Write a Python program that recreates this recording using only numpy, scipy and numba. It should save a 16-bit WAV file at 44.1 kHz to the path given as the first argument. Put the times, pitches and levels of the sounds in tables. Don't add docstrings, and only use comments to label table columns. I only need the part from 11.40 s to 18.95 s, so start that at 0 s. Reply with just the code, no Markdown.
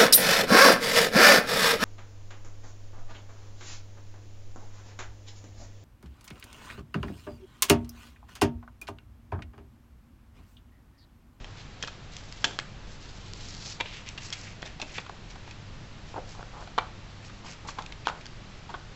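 import sys
import numpy as np
from scipy import signal
from scipy.fft import rfft, irfft, next_fast_len
from scipy.io import wavfile
from scipy.ndimage import uniform_filter1d
from numba import njit

SR = 44100
rng = np.random.default_rng(int(sys.argv[2]) if len(sys.argv) > 2 else 0)


def file_out(sig):
    cols = np.atleast_2d(sig).T
    lim = np.clip(cols, -1, 1)
    pcm = np.round(lim * 32767).astype(np.int16)
    wavfile.write(sys.argv[1], SR, pcm)


N = 332955

BAND_LIMITS_HZ = [250, 700, 1600, 4000, 8200]


def case_clicks():
    # (time [s], level [dB], tilt [dB/oct], ring t60 [s], pitch of struck spot [Hz])
    clicks = [(.0443, -43, -2, .025, 3190), (.426, -31.5, 3, .034, 3270), (.4367, -35.5, -4.5, 0.023, 1770),
              (.4475, -43, 1.5, .016, 2900), (.475, -38, 0.5, .028, 1550), (.481, -39, -2, .03, 1350),
              (.7668, -42, 4.5, .012, 3440), (.9249, -43.5, 5, .005, 4260), (1.0423, -25, -1, .023, 1600),
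              (1.0438, -21, -.2, .025, 3380), (1.0496, -26, 0, .036, 3440), (1.1094, -44, -3, .018, 3500),
              (1.1348, -52, -3, .013, 3520), (1.189, -28, -0.7, .0095, 1520), (1.1974, -38, 2, .025, 2150),
              (1.9353, -41.5, 4, .0045, 4530), (2.107, -47, 8, .008, 5600), (2.1492, -45, 4, .008, 4200),
              (2.1672, -50, 4, .008, 4800), (2.4581, -41, -4, .035, 2900), (2.6888, -39.5, 5.5, .01, 3900),
              (2.9034, -42, 0, .01, 5560), (3.2281, -36.5, -5, .014, 1930), (3.399, -38, -2, .055, 775),
              (3.416, -32.5, 5.5, .05, 2710), (3.4247, -36.5, -8, .04, 2500), (6.857, -46, 4, .018, 3400),
              (6.8655, -44, 0.5, .012, 4870)]
    # (frequency [Hz], level [dB], loose-grip t60 [s])
    modes = [(291, -15.5, 0.1), (897, -9, 0.066), (1600, -2.5, 0.04), (1665, -8.5, 0.072),
             (2520, -3.5, 0.049), (2800, -27, 0.096), (3214, -7, 0.078), (3540, -7.5, 0.032),
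             (3570, -6, 0.04), (4100, -2, 0.028), (5410, -7.5, 0.054), (5540, -13, 0.032), (6120, -12, .04)]
    tone_db = [-7, 0.5, 5.5, 3.3]
    return contacts(clicks, tone_db, lift_db=8, width_oct=0.49, modes=modes,
                    crack_db=-1, spot_db=-4, modes_db=-4, detune=0.0078, yield_s=0.0001)


def paper_snaps():
    # (time [s], level [dB], tilt [dB/oct], ring t60 [s], pitch of buckling patch [Hz])
    snaps = [(2.4012, -29, -1.5, 0.055, 2355), (2.4086, -27, -1.5, 0.017, 2650),
             (2.777, -36, 2, .049, 2770), (2.926, -30.5, 4.5, 0.046, 3340), (3.221, -44.5, 5, 0.025, 3360),
             (3.2552, -42, -3.5, 0.063, 3670), (3.5813, -31, -2.5, 0.034, 2490),
             (3.6642, -43.5, -.5, 0.022, 1430), (3.695, -37.5, 0, 0.023, 776),
             (3.9011, -46.5, 11, .069, 2260), (3.9568, -46, 1.5, .035, 760), (4.0765, -46.5, 0, .017, 900),
             (4.1099, -44.5, 6, .024, 2560), (4.7422, -40, -6.5, .025, 1070), (4.7612, -34, -5, 0.057, 917),
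             (4.7786, -33.5, -8.5, 0.044, 955), (4.9935, -43, -4.5, .02, 810), (5.0086, -45, -3, .02, 1130),
             (5.0284, -42, -0.5, 0.006, 666), (5.225, -43, -0.5, 0.02, 640), (5.2742, -44, 1, 0.029, 730),
             (5.3795, -25.5, -1.5, 0.01, 955), (5.3838, -20, -.5, .019, 1070),
             (5.388, -35, -2, 0.064, 2330), (5.8969, -48, 2, 0.034, 1250), (6.2861, -35, 1, 0.034, 1150),
             (6.3862, -31, 0, 0.04, 1073), (6.4223, -46, 8.5, .016, 2460), (6.4622, -43, 5, .019, 2540),
             (6.5227, -41.5, 5, 0.018, 2210), (6.6544, -40, 3, 0.066, 2500),
             (6.671, -22.5, 0.6, 0.0077, 970), (6.681, -30, 2.5, .05, 1266), (6.697, -33.5, 0.5, .032, 714),
             (6.8104, -49, 6, .03, 2410), (7.292, -42, 2.7, 0.081, 940), (7.341, -35, -5, 0.031, 1500),
             (7.3465, -37.5, -3, 0.045, 1095)]
    # (frequency [Hz], level [dB], loose-grip t60 [s])
    modes = [(490, -13.5, 0.025), (714, -2.5, 0.015), (940, 6.5, 0.036), (970, -12.5, 0.11),
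             (1110, -13, 0.015), (1190, -8, 0.022), (1413, 0, 0.046), (2100, -11.5, .03),
             (2570, -4.5, 0.026), (3240, 7.5, 0.042), (4330, 6, 0.034), (4860, -9, .02)]
    tone_db = [-3.2, 0, -0.5, -4.5]
    return contacts(snaps, tone_db, lift_db=13.5, width_oct=1.26, modes=modes,
                    crack_db=-4.5, spot_db=-9.5, modes_db=-13, detune=0.04, yield_s=0.0011)


def contacts(table, tone_db, lift_db, width_oct, **material):
    edges_hz = np.array(BAND_LIMITS_HZ)
    centres_hz = np.sqrt(edges_hz[1:] * edges_hz[:-1])
    out = np.zeros(N + SR)
    for time_s, level_db, tilt_db_per_oct, ring_s, spot_hz in table:
        octaves = np.log2(centres_hz / spot_hz)
        focus_db = lift_db * np.exp(-(octaves / width_oct) ** 2)
        shape_db = np.array(tone_db) + tilt_db_per_oct * octaves + focus_db
        band_db = level_db + shape_db - 10 * np.log10(np.sum(undb(shape_db) ** 2))
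        hit = shape_bands(impact(ring_s, spot_hz, **material), band_db)
        start = int(time_s * SR)
        out[start:start + len(hit)] += hit
    return out[:N]


def impact(ring_s, spot_hz, modes, crack_db, spot_db, modes_db, detune, yield_s):
    t = np.arange(8192) / SR
    looseness = ring_s / 0.03
    fade = undb(-60 * t / ring_s)
    onset = 1 - np.exp(-t / (yield_s * looseness ** 2))
    dense = rng.standard_normal(len(t)) * fade * onset
    spot = np.sin(2 * np.pi * spot_hz * t) * fade ** 1.75 * onset
    modal = 0
    for hz, db, t60_s in modes:
        hz = hz * (1 + detune * rng.standard_normal())
        decay = undb(db - 60 * t / (t60_s * min(looseness, 1)))
        modal = modal + decay * np.sin(2 * np.pi * (hz * t + rng.random()))
    crack = unit(signal.unit_impulse(len(t))) / looseness ** 0.53
    return unit(dense) + undb(crack_db) * crack + undb(spot_db) * unit(spot) + undb(modes_db) * unit(modal)


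def sliding():
    # (start [s], length [s], rasp [dB], hiss [dB])
    strokes = [(.16, 0.047, -51.5, -57), (.39, 0.14, -53.5, -64), (.71, 0.1, -52.5, -52),
               (.82, .34, -58, -55), (1.46, 0.087, -59.5, -51.5), (1.6, 0.31, -55.5, -53),
               (1.94, 0.29, -49.5, -47), (2.21, 0.14, -45.5, -44.5), (2.44, 0.17, -46.5, -55),
               (2.65, 0.041, -46.5, -49), (2.8, 0.085, -49, -41.5), (2.9, 0.22, -49.5, -48.5),
               (3.24, 0.038, -45.5, -47), (3.46, .07, -53, -50.5), (3.535, 0.037, -41.5, -40.5),
               (4.06, 0.04, -50, -54), (4.66, .06, -58, -53.5), (4.87, 0.071, -61, -48),
               (5.19, 0.05, -61, -54), (5.81, 0.091, -59, -52.5), (6.04, .085, -51.5, -45),
               (6.268, 0.033, -49, -40.5), (7.05, 0.25, -66, -69)]
    # (time [s], frequency [Hz])
    card_pitch = [(2.0, 3810), (2.3, 5370), (2.42, 3520), (2.62, 2740), (2.8, 2680), (3.05, 2270),
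                  (3.55, 2530)]
    # (frequency [Hz], level [dB])
    rasp_spectrum = [(300, -19.5), (900, -4), (1600, 5), (2300, 5), (4000, 1), (5000, 0), (8000, -5.5)]
    # (frequency [Hz], level [dB])
    hiss_spectrum = [(1200, -11), (3000, -26), (4200, -5), (5500, -4.5), (6500, -6), (8000, -8.5)]
    rasp_gain, hiss_gain = gestures(strokes, attack_s=0.01, release_s=0.027)
    pitch_hz = np.interp(np.arange(N) / SR, *np.transpose(card_pitch))
    rasp = colour(friction(rate_hz=1300, spread_db=3.5, smooth_db=-1, judder_db=2.5), rasp_spectrum)
    rasp = unit(resonance(rasp, pitch_hz, q=1.8))
    hiss = colour(friction(rate_hz=2500, spread_db=4, smooth_db=-2.5, judder_db=2.5), hiss_spectrum)
    rasp_floor, hiss_floor = undb(-73.5), undb(-64.5)
    return rasp * np.hypot(rasp_gain, rasp_floor) + hiss * np.hypot(hiss_gain, hiss_floor)


def page_creaks():
    # (start [s], length [s], level [dB])
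    bends = [(4.745, 0.032, -42.5), (4.94, 0.059, -51), (5.12, .1, -47), (6.03, 0.059, -50),
             (6.24, 0.036, -47), (6.365, 0.055, -44), (6.69, 0.089, -49), (7.29, 0.016, -40),
             (7.345, 0.017, -49)]
    # (frequency [Hz], level [dB])
    spectrum = [(150, -22.5), (330, -6), (600, -8), (850, 2.5), (1250, -3.5), (1550, -12), (2000, -19.5),
                (4000, -27)]
    gain, = gestures(bends, attack_s=0.0077, release_s=0.016)
    return colour(friction(rate_hz=450, spread_db=1.5, smooth_db=-5, judder_db=2), spectrum) * gain


def disc_chatter(start_s=1.051, level_db=-36, fade_db_per_s=148):
    # (frequency [Hz], level [dB])
    spectrum = [(150, -23), (290, 6), (450, 4.5), (850, 2.5), (1150, -5), (1650, -12), (2200, -9),
                (3400, 1), (4200, -8), (8000, -13)]
    age_s = np.maximum(np.arange(N) / SR - start_s, 0)
    gain = gesture(start_s, length_s=0.09, attack_s=0.003, release_s=0.02)
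    gain *= undb(level_db - fade_db_per_s * age_s)
    return colour(friction(rate_hz=700, spread_db=4, smooth_db=-6, judder_db=4), spectrum) * gain


def friction(rate_hz, spread_db, smooth_db, judder_db):
    sizes = undb(spread_db * np.minimum(rng.exponential(size=N), 5))
    catches = (rng.random(N) < rate_hz / SR) * rng.choice([-1, 1], N) * sizes
    rub = undb(smooth_db) * rng.standard_normal(N)
    pressure = undb(judder_db * wander(60))
    return (unit(catches) + rub) * pressure


def table_rumble():
    # (start [s], length [s], level [dB])
    thumps = [(1.39, 0.085, -40.5), (1.8, .28, -46), (4.25, .85, -50)]
    # (frequency [Hz], level [dB])
    spectrum = [(12, -2), (25, 0.5), (45, -1.5), (70, -13), (130, -25.5), (300, -55), (1000, -77)]
    gain, = gestures(thumps, attack_s=0.05, release_s=0.09)
    return colour(rng.standard_normal(N), spectrum) * gain


def room(x, t60_s, wet_db, build_s, echo_s, echo_db):
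    # (frequency [Hz], level [dB])
    spectrum = [(120, -14), (350, -1), (700, 3), (1000, -4.5), (1500, -1), (3000, -5.5), (5500, -6),
                (8000, 0)]
    t = np.arange(SR // 2) / SR
    build = 1 - np.exp(-(t / build_s) ** 2)
    tail = colour(rng.standard_normal(len(t)), spectrum) * undb(-60 * t / t60_s) * build
    echo = uniform_filter1d(signal.unit_impulse(len(t), int(echo_s * SR)), size=5)
    response = undb(wet_db) * tail / np.sqrt(np.sum(tail ** 2)) + undb(echo_db) * echo
    return x + signal.fftconvolve(x, response)[:N]


def mains_hum(waver_db):
    # (frequency [Hz], level [dB])
    partials = [(100, -55), (200, -65)]
    t = np.arange(N) / SR
    hum = 0
    for hz, db in partials:
        amplitude = np.sqrt(2) * undb(db + waver_db * wander(3.4))
        hum = hum + amplitude * np.sin(2 * np.pi * (hz * t + rng.random()))
    return hum


def air_noise(level_db):
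    # (frequency [Hz], level [dB])
    spectrum = [(20, -1), (42, 1.5), (65, -7), (100, -4), (140, -4.5), (200, -11.5), (260, -14.5),
                (450, -18.5), (850, -20.5), (1400, -22), (2500, -24), (4200, -26.5), (6000, -32.5),
                (8000, -36.5)]
    return undb(level_db) * colour(rng.standard_normal(N), spectrum)


def gestures(table, attack_s, release_s, swell_db=3.5):
    t, power = np.arange(N) / SR, 0
    for start_s, length_s, *levels_db in table:
        speed = np.sin(np.pi * np.clip((t - start_s) / length_s, 0, 1))
        gain = gesture(start_s, length_s, attack_s, release_s) * undb(swell_db * (speed - 2 / np.pi))
        power = power + np.outer(undb(levels_db), gain) ** 2
    return np.sqrt(power)


def gesture(start_s, length_s, attack_s, release_s):
    t = np.maximum(np.arange(N) / SR - start_s, 0)
    return (1 - np.exp(-t / attack_s)) * np.exp(-np.maximum(t - length_s, 0) / release_s)


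def shape_bands(x, band_db):
    size = len(x)
    spectrum = rfft(x)
    hz = np.maximum(np.arange(size // 2 + 1) * SR / size, 1)
    bands = list(zip(BAND_LIMITS_HZ, BAND_LIMITS_HZ[1:]))
    log_corners = np.log([corner for lo, hi in bands for corner in (lo * 1.35, hi / 1.08)])
    rolloff_db = np.interp(np.log(hz), np.log([60, 330, 5500, 8000]), [-19, 0.5, -0.5, -7.5])
    log_gain = np.log(undb(rolloff_db))
    for _ in range(2):
        power = 2 * np.abs(spectrum * np.exp(log_gain)) ** 2 / size / (SR / 100)
        band_rms = np.sqrt([power[(hz >= lo) & (hz < hi)].sum() for lo, hi in bands])
        log_step = np.log(undb(band_db) / band_rms)
        log_gain += np.interp(np.log(hz), log_corners, np.repeat(log_step, 2))
    cepstrum = irfft(log_gain)[:size // 2]
    cepstrum[1:] *= 2
    return irfft(spectrum * np.exp(rfft(cepstrum, size)))


@njit
def resonance(x, hz, q):
    y, band_state, low_state = np.empty(len(x)), 0., 0.
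    for i in range(len(x)):
        g = np.tan(np.pi * hz[i] / SR)
        band = (band_state + g * (x[i] - low_state)) / (1 + g * (g + 1 / q))
        band_state = 2 * band - band_state
        low_state += 2 * g * band
        y[i] = band / q
    return y


def colour(x, points):
    hz, db = np.transpose(points)
    size = next_fast_len(len(x), True)
    bins_hz = np.maximum(np.arange(size // 2 + 1) * SR / size, 1)
    gain = undb(np.interp(np.log(bins_hz), np.log(hz), db))
    return unit(irfft(rfft(x, size) * gain, size)[:len(x)])


def wander(rate_hz):
    hold = int(SR / rate_hz)
    steps = np.repeat(rng.standard_normal(N // hold + 1), hold)
    return unit(uniform_filter1d(steps, hold)[:N])


def undb(db):
    return 10 ** (np.asarray(db) / 20)


def unit(x):
    return x / np.sqrt(np.mean(x ** 2))


def scene():
    handling = case_clicks() + disc_chatter() + paper_snaps() + sliding() + page_creaks()
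    in_room = room(handling, t60_s=0.3, wet_db=-10.5, build_s=0.0085, echo_s=0.0098, echo_db=-16)
    return (in_room + table_rumble() + mains_hum(waver_db=3) + air_noise(level_db=-44.5))[None]


def record(dry):
    cutoff_hz = 7720
    steep = signal.cheby1(12, 0.3, cutoff_hz, fs=SR, output="sos")
    shoulder = signal.butter(6, cutoff_hz, fs=SR, output="sos")
    return signal.sosfilt(np.vstack([steep, shoulder]), dry)


dry = scene()
out = record(dry)
file_out(out)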